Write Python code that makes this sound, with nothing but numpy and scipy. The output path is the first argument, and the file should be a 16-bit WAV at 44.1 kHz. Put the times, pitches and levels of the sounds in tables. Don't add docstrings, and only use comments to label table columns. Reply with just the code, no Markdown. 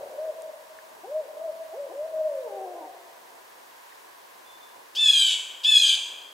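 import sys
import numpy as np
from scipy import signal
from scipy.fft import rfft, irfft
from scipy.io import wavfile
from scipy.ndimage import uniform_filter1d

SR = 44100
rng = np.random.default_rng(int(sys.argv[2]) if len(sys.argv) > 2 else 0)


def attenuation_scalar(level_db):
    decades = np.asarray(level_db, float) / 20
    return 10 ** decades


def file_out(sig):
    cols = np.atleast_2d(sig).T
    lim = np.clip(cols, -1, 1)
    pcm = np.round(lim * 32767).astype(np.int16)
    wavfile.write(sys.argv[1], SR, pcm)


N = 279153
T = np.arange(N) / SR

# start_s, time_to_top_s, start_hz, top_hz, effort_db
SHORT_HOOTS = [
    (0.0, .045, 530, 565, -37),
    (0.128, .13, 480, 642, -32.5),
    (1.03, 0.14, 300, 631.7, -31.5),
    (1.359, .09, 560, 654.3, -31.5),
    (1.73, 0.079, 334, 577.7, -31.5),
]
# time_s, pitch_hz, effort_db
LONG_HOOT = [
    (1.883, 325, -40),
    (1.914, 342.2, -40),
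    (1.945, 538, -33),
    (2.061, 651.5, -31.5),
    (2.26, 617.7, -30.5),
    (2.45, 490, -29.5),
    (2.494, 407, -35),
    (2.77, 342.5, -37.5),
    (2.87, 299.6, -45.5),
]
# pitch_hz, level_db
OWL_THROAT = [(300, -12), (400, -12), (500, -9), (570, -4), (640, -2), (740, 2), (900, -12.5), (1200, -57)]
# start_s, length_s, attack_s
SCREAMS = [
    (4.947, .405, 0.045),
    (5.631, 0.33, 0.0064),
]
# time_after_start_s, pitch_hz
SCREAM_PITCH = [
    [(0, 643.7), (.013, 727), (.03, 863), (.055, 892.6), (.147, 835.8), (.275, 783), (.405, 729.6)],
    [(0, 645), (.012, 776.4), (.025, 855), (.05, 879.3), (.15, 825.4), (.226, 798.7), (.36, 766)],
]
# pitch_hz, level_db
JAY_THROAT = [(1300, -55), (1700, -35), (2000, -43.5), (2500, -23), (2850, -16), (3300, -2), (3650, -2.5),
              (4250, -15.5), (4800, -18.5), (5600, -25), (7000, -18.5), (8500, -23), (12000, -36),
              (14800, -44)]
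# start_s, peak_db, pitch_hz, t60_s (time to fade by 60 dB)
TICKS = [
    (.421, -22.5, 8300, 0.001),
    (.788, -31.5, 1710, 0.012),
    (2.025, -49, 109.4, 0.034),
    (3.892, -50, 3000, 0.011),
    (3.923, -41.5, 1880, 0.018),
]
# pitch_hz, level_db_per_hz
AIR_MID = [(18, -72), (30, -51), (85, -24.5), (130, -28.5), (308, -13), (380, -8.5), (877, -6), (974, 0),
           (1330, -12.5), (1600, -9), (2310, -15.5), (7700, -20.5), (15600, -22)]
# pitch_hz, level_db_per_hz
AIR_SIDE = [(18, -72), (30, -56), (380, -7), (641, -0.5), (693, -4), (901, 3), (1330, -8), (1640, -6),
            (3610, -16), (9250, -26), (15600, -34)]
# pitch_hz, level_db
WOOD_COLOUR = [(250, -29), (400, 2.5), (620, 0.5), (1000, 2.5), (2400, 4), (3100, -5.5), (3700, -8.5),
               (7000, -1.5), (12000, -8.5)]


def owl():
    hz, effort_db, on = hoot_track()
    throat_hz, throat_db = np.transpose(OWL_THROAT)

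    def throat(f):
        return np.interp(np.log(f), np.log(throat_hz), throat_db)

    pitch_shake = 1 + 0.005 * wander(41.5)
    phase = 2 * np.pi * np.cumsum(hz * pitch_shake) / SR
    voice = attenuation_scalar(effort_db + throat(hz)) * np.sin(phase)
    voice = voice + attenuation_scalar(effort_db - 7 + throat(2 * hz)) * np.sin(2 * phase)
    voice = voice + attenuation_scalar(effort_db + 8.5 + throat(3 * hz)) * np.sin(3 * phase)
    voice = voice * (1 + 0.2 * wander(130))
    flutter = attenuation_scalar(1.4 * wander(45))
    old_hoot = colour(rng.standard_normal(N), [(250, -42), (400, -17), (580, -0.5), (800, -18), (1200, -61)])
    before = attenuation_scalar(-38.5 - 40.4 * T) * unit(old_hoot)
    voice = np.sqrt(2) * attenuation_scalar(1.5) * voice * flutter * on + before
    return wood(voice, pan_db=2, near_db=-7, near_s=0.05, tail_db=-1, t60=1.55,
                slope_db=-28.5, slope_s=0.207, side_db=-10.5, rise_s=0.16)


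def hoot_track():
    fall_s, fall_share = 0.08, 0.19
    fall_db, climb_db = -11, -8
    s, hz, db = np.transpose(LONG_HOOT)
    hz, db, on = np.interp(T, s, hz), np.interp(T, s, db), gate(s[0], s[-1] - s[0], 0.0084)
    slack = np.clip((420 - hz) / 30, 0, 1)
    hz = hz * (1 + 0.018 * slack * np.sin(2 * np.pi * 13 * T))
    for start, rise, low_hz, top_hz, top_db in SHORT_HOOTS[::-1]:
        end = start + rise + fall_s
        climb = np.clip(1 - (T - start) / rise, 0, 1) ** 2
        fall = np.clip((T - start - rise) / fall_s, 0, 1) ** 2
        here = T < end
        hz = np.where(here, top_hz * (1 - fall_share * fall) - (top_hz - low_hz) * climb, hz)
        db = np.where(here, top_db + fall_db * fall + climb_db * climb, db)
        on = np.where(here, gate(start, rise + fall_s, 0.008), on * gate(end, T[-1], 0.015))
    return hz, db, on


def jay():
    hz, level_db, rasp, beak_db, on = scream_track()
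    rasp = np.clip(rasp, 0, 1)
    phase = 2 * np.pi * np.cumsum(hz * (1 + 0.00202 * wander(67))) / SR
    phase = phase + 0.21 * np.sqrt(rasp) * wander(440)
    buzz = np.zeros(N)
    for k in range(1, 18):
        partial_db = (1.3 + 1.2 * (k != 4)) * wander(45)
        if k > 4:
            partial_db = partial_db + beak_db + (k % 2) * np.clip(beak_db - 3, None, 0)
        buzz = buzz + attenuation_scalar(partial_db) * np.sin(k * phase + k * k)
    roughness = 0.44 * wander(480) + 0.32 * np.cos(phase / 2)
    uneven = np.sqrt(1 - rasp) + np.sqrt(rasp) * roughness
    breath = attenuation_scalar(-8) * rng.standard_normal(N)
    voice = colour(buzz * uneven + breath, JAY_THROAT)
    voice = voice / np.sqrt(uniform_filter1d(voice ** 2, size=1000))
    puff_shape = np.zeros(N)
    for start, _, _ in SCREAMS:
        t = np.clip(T - start - 0.004, 0, None)
        puff_shape = puff_shape + t / 0.0046 * np.exp(-t / 0.0093)
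    puff_points = [(2000, -42), (3800, -32), (4700, 9), (5600, -5), (9000, -22)]
    puff = puff_shape * unit(colour(rng.standard_normal(N), puff_points))
    voice = voice * attenuation_scalar(level_db - 3.5) * on + attenuation_scalar(-32.5) * puff
    return wood(voice, pan_db=1, near_db=-7.5, near_s=0.048, tail_db=-1.5, t60=0.96,
                slope_db=-24, slope_s=0.42, side_db=-12, rise_s=0.011)


def scream_track():
    peak_s, peak_db, attack_db = 0.14, -11, -14
    swell_db_per_s, fade_db_per_s = 37, 42.5
    break_s, break_width_s, break_db = 0.1728, 0.012, -13
    out = None
    for k, (start, length, attack) in enumerate(SCREAMS):
        t = np.clip(T - start, 0, length)
        hz = uniform_filter1d(np.interp(t, *np.transpose(SCREAM_PITCH[k])), size=500)
        crack = np.exp(-((t - break_s) / break_width_s) ** 2)
        db = peak_db + attack_db * np.exp(-t / attack) + break_db * crack
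        db = db - swell_db_per_s * np.clip(peak_s - t, 0, None)
        db = db - fade_db_per_s * np.clip(t - peak_s, 0, None)
        rasp = np.exp(-(t / 0.02) ** 2)
        rasp = rasp + 0.13 * np.clip((t - peak_s) / break_width_s, 0, 1)
        rasp = rasp + 0.78 * np.clip(1 - (length - t) / 0.14, 0, 1)
        beak_db = -4.5 + 11 * crack - 6 * np.exp(-(t / 0.08) ** 2)
        track = np.array([hz, db, rasp, beak_db, gate(start, length, 0.014)])
        out = track if k == 0 else np.where(T >= start, track, out)
    return out


def whistle():
    start_s, length_s, pulse_hz = 4.445, 0.36, 37.5
    t = np.clip(T - start_s, 0, None)
    hz = 3520 - 150 * np.exp(-t / 0.0209)
    db = -54 - 25 * t
    db = db + 2.5 * wander(pulse_hz) + 3 * np.sin(2 * np.pi * pulse_hz * t)
    tone = attenuation_scalar(db) * gate(start_s, length_s, 0.03) * np.sin(2 * np.pi * np.cumsum(hz) / SR)
    return wood(tone, pan_db=0, near_db=-8, near_s=0.03, tail_db=-3, t60=1.1,
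                slope_db=-30, slope_s=0.15, side_db=-6, rise_s=0.05)


def twigs():
    out = np.zeros(N)
    for start, db, hz, t60 in TICKS:
        t = np.clip(T - start, 0, None)
        rise = 1 - np.exp(-3 * hz * t / 2)
        out = out + rise * attenuation_scalar(db - 60 * t / t60) * np.sin(2 * np.pi * hz * t)
    return out


def air():
    mid = unit(colour(rng.standard_normal(N), AIR_MID)) * attenuation_scalar(-52)
    side = unit(colour(rng.standard_normal(N), AIR_SIDE)) * attenuation_scalar(-52)
    both = mid + side * np.array([[1], [-1]])
    rumble = unit(colour(rng.standard_normal(N), [(20, 6), (45, -6), (90, 5), (200, -47)]))
    rumble = rumble * attenuation_scalar(-101 + 7.1 * wander(6.3))
    low = signal.sosfilt(signal.butter(2, 1300, fs=SR, output="sos"), both)
    swell = attenuation_scalar(1.1 * wander(1.5) + 1.2 * wander(12))
    hiss = (both - low) * attenuation_scalar(0.4 * wander(3))
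    return low * swell + rumble + hiss


def wood(x, pan_db, near_db, near_s, tail_db, t60, slope_db, slope_s, side_db, rise_s):
    t = T[:SR * 2]
    noise = rng.standard_normal((4, len(t)))
    near = attenuation_scalar(near_db) * np.exp(-t / near_s) / np.sqrt(near_s * SR / 2)
    tail = attenuation_scalar(tail_db - 60 * t / t60) * np.clip(t / rise_s, 0, 1) ** 2 / np.sqrt(t60 * SR / 14)
    slope = attenuation_scalar(slope_db) * np.exp(-((t - slope_s) / 0.0075) ** 2) / np.sqrt(0.088 * SR)
    far = colour(noise[2:], WOOD_COLOUR)
    dull = signal.sosfilt(signal.butter(2, 4200, fs=SR, output="sos"), far)
    far = dull + (far - dull) * attenuation_scalar(3 - 15 * t)
    echoes = near * noise[:2] + (tail + slope) * far
    mid, side = signal.fftconvolve(echoes, x[None], axes=1)[:, :N]
    pan = attenuation_scalar(np.array([[pan_db], [-pan_db]]) / 2)
    return (x + mid) * pan + attenuation_scalar(side_db) * side * np.array([[1], [-1]])


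def gate(start, length, fade_s):
    return np.clip(np.minimum(T - start, start + length - T) / fade_s, 0, 1)


def wander(rate):
    k = int(SR / rate)
    return unit(uniform_filter1d(uniform_filter1d(rng.standard_normal(N), k), k))


def colour(x, points):
    hz, db = np.transpose(points)
    bins = np.arange(x.shape[-1] // 2 + 1) * SR / x.shape[-1] + 1
    gain = attenuation_scalar(np.interp(np.log(bins), np.log(hz), db))
    return irfft(rfft(x) * gain, x.shape[-1])


def unit(x):
    return x / np.sqrt(np.mean(x ** 2))


def scene():
    return owl() + jay() + whistle() + twigs() + air()


def band_limit(x):
    return signal.sosfilt(signal.butter(12, 15760, fs=SR, output="sos"), x)


def record(dry):
    mid, side = (dry[0] + dry[1]) / 2, (dry[0] - dry[1]) / 2
    power = uniform_filter1d(mid ** 2, size=9000)
    loud = uniform_filter1d(np.clip(power / attenuation_scalar(-24.5) ** 2 - 1, 0, 1), size=1000)
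    low = signal.sosfiltfilt(signal.butter(3, 420, fs=SR, output="sos"), side)
    side = side - loud * low
    treble_cut = signal.ellip(8, 0.2, 70, 15700, fs=SR, output="sos")
    both = signal.sosfilt(treble_cut, [mid + side, mid - side])
    return band_limit(both)


dry = scene()
out = record(dry)
file_out(out)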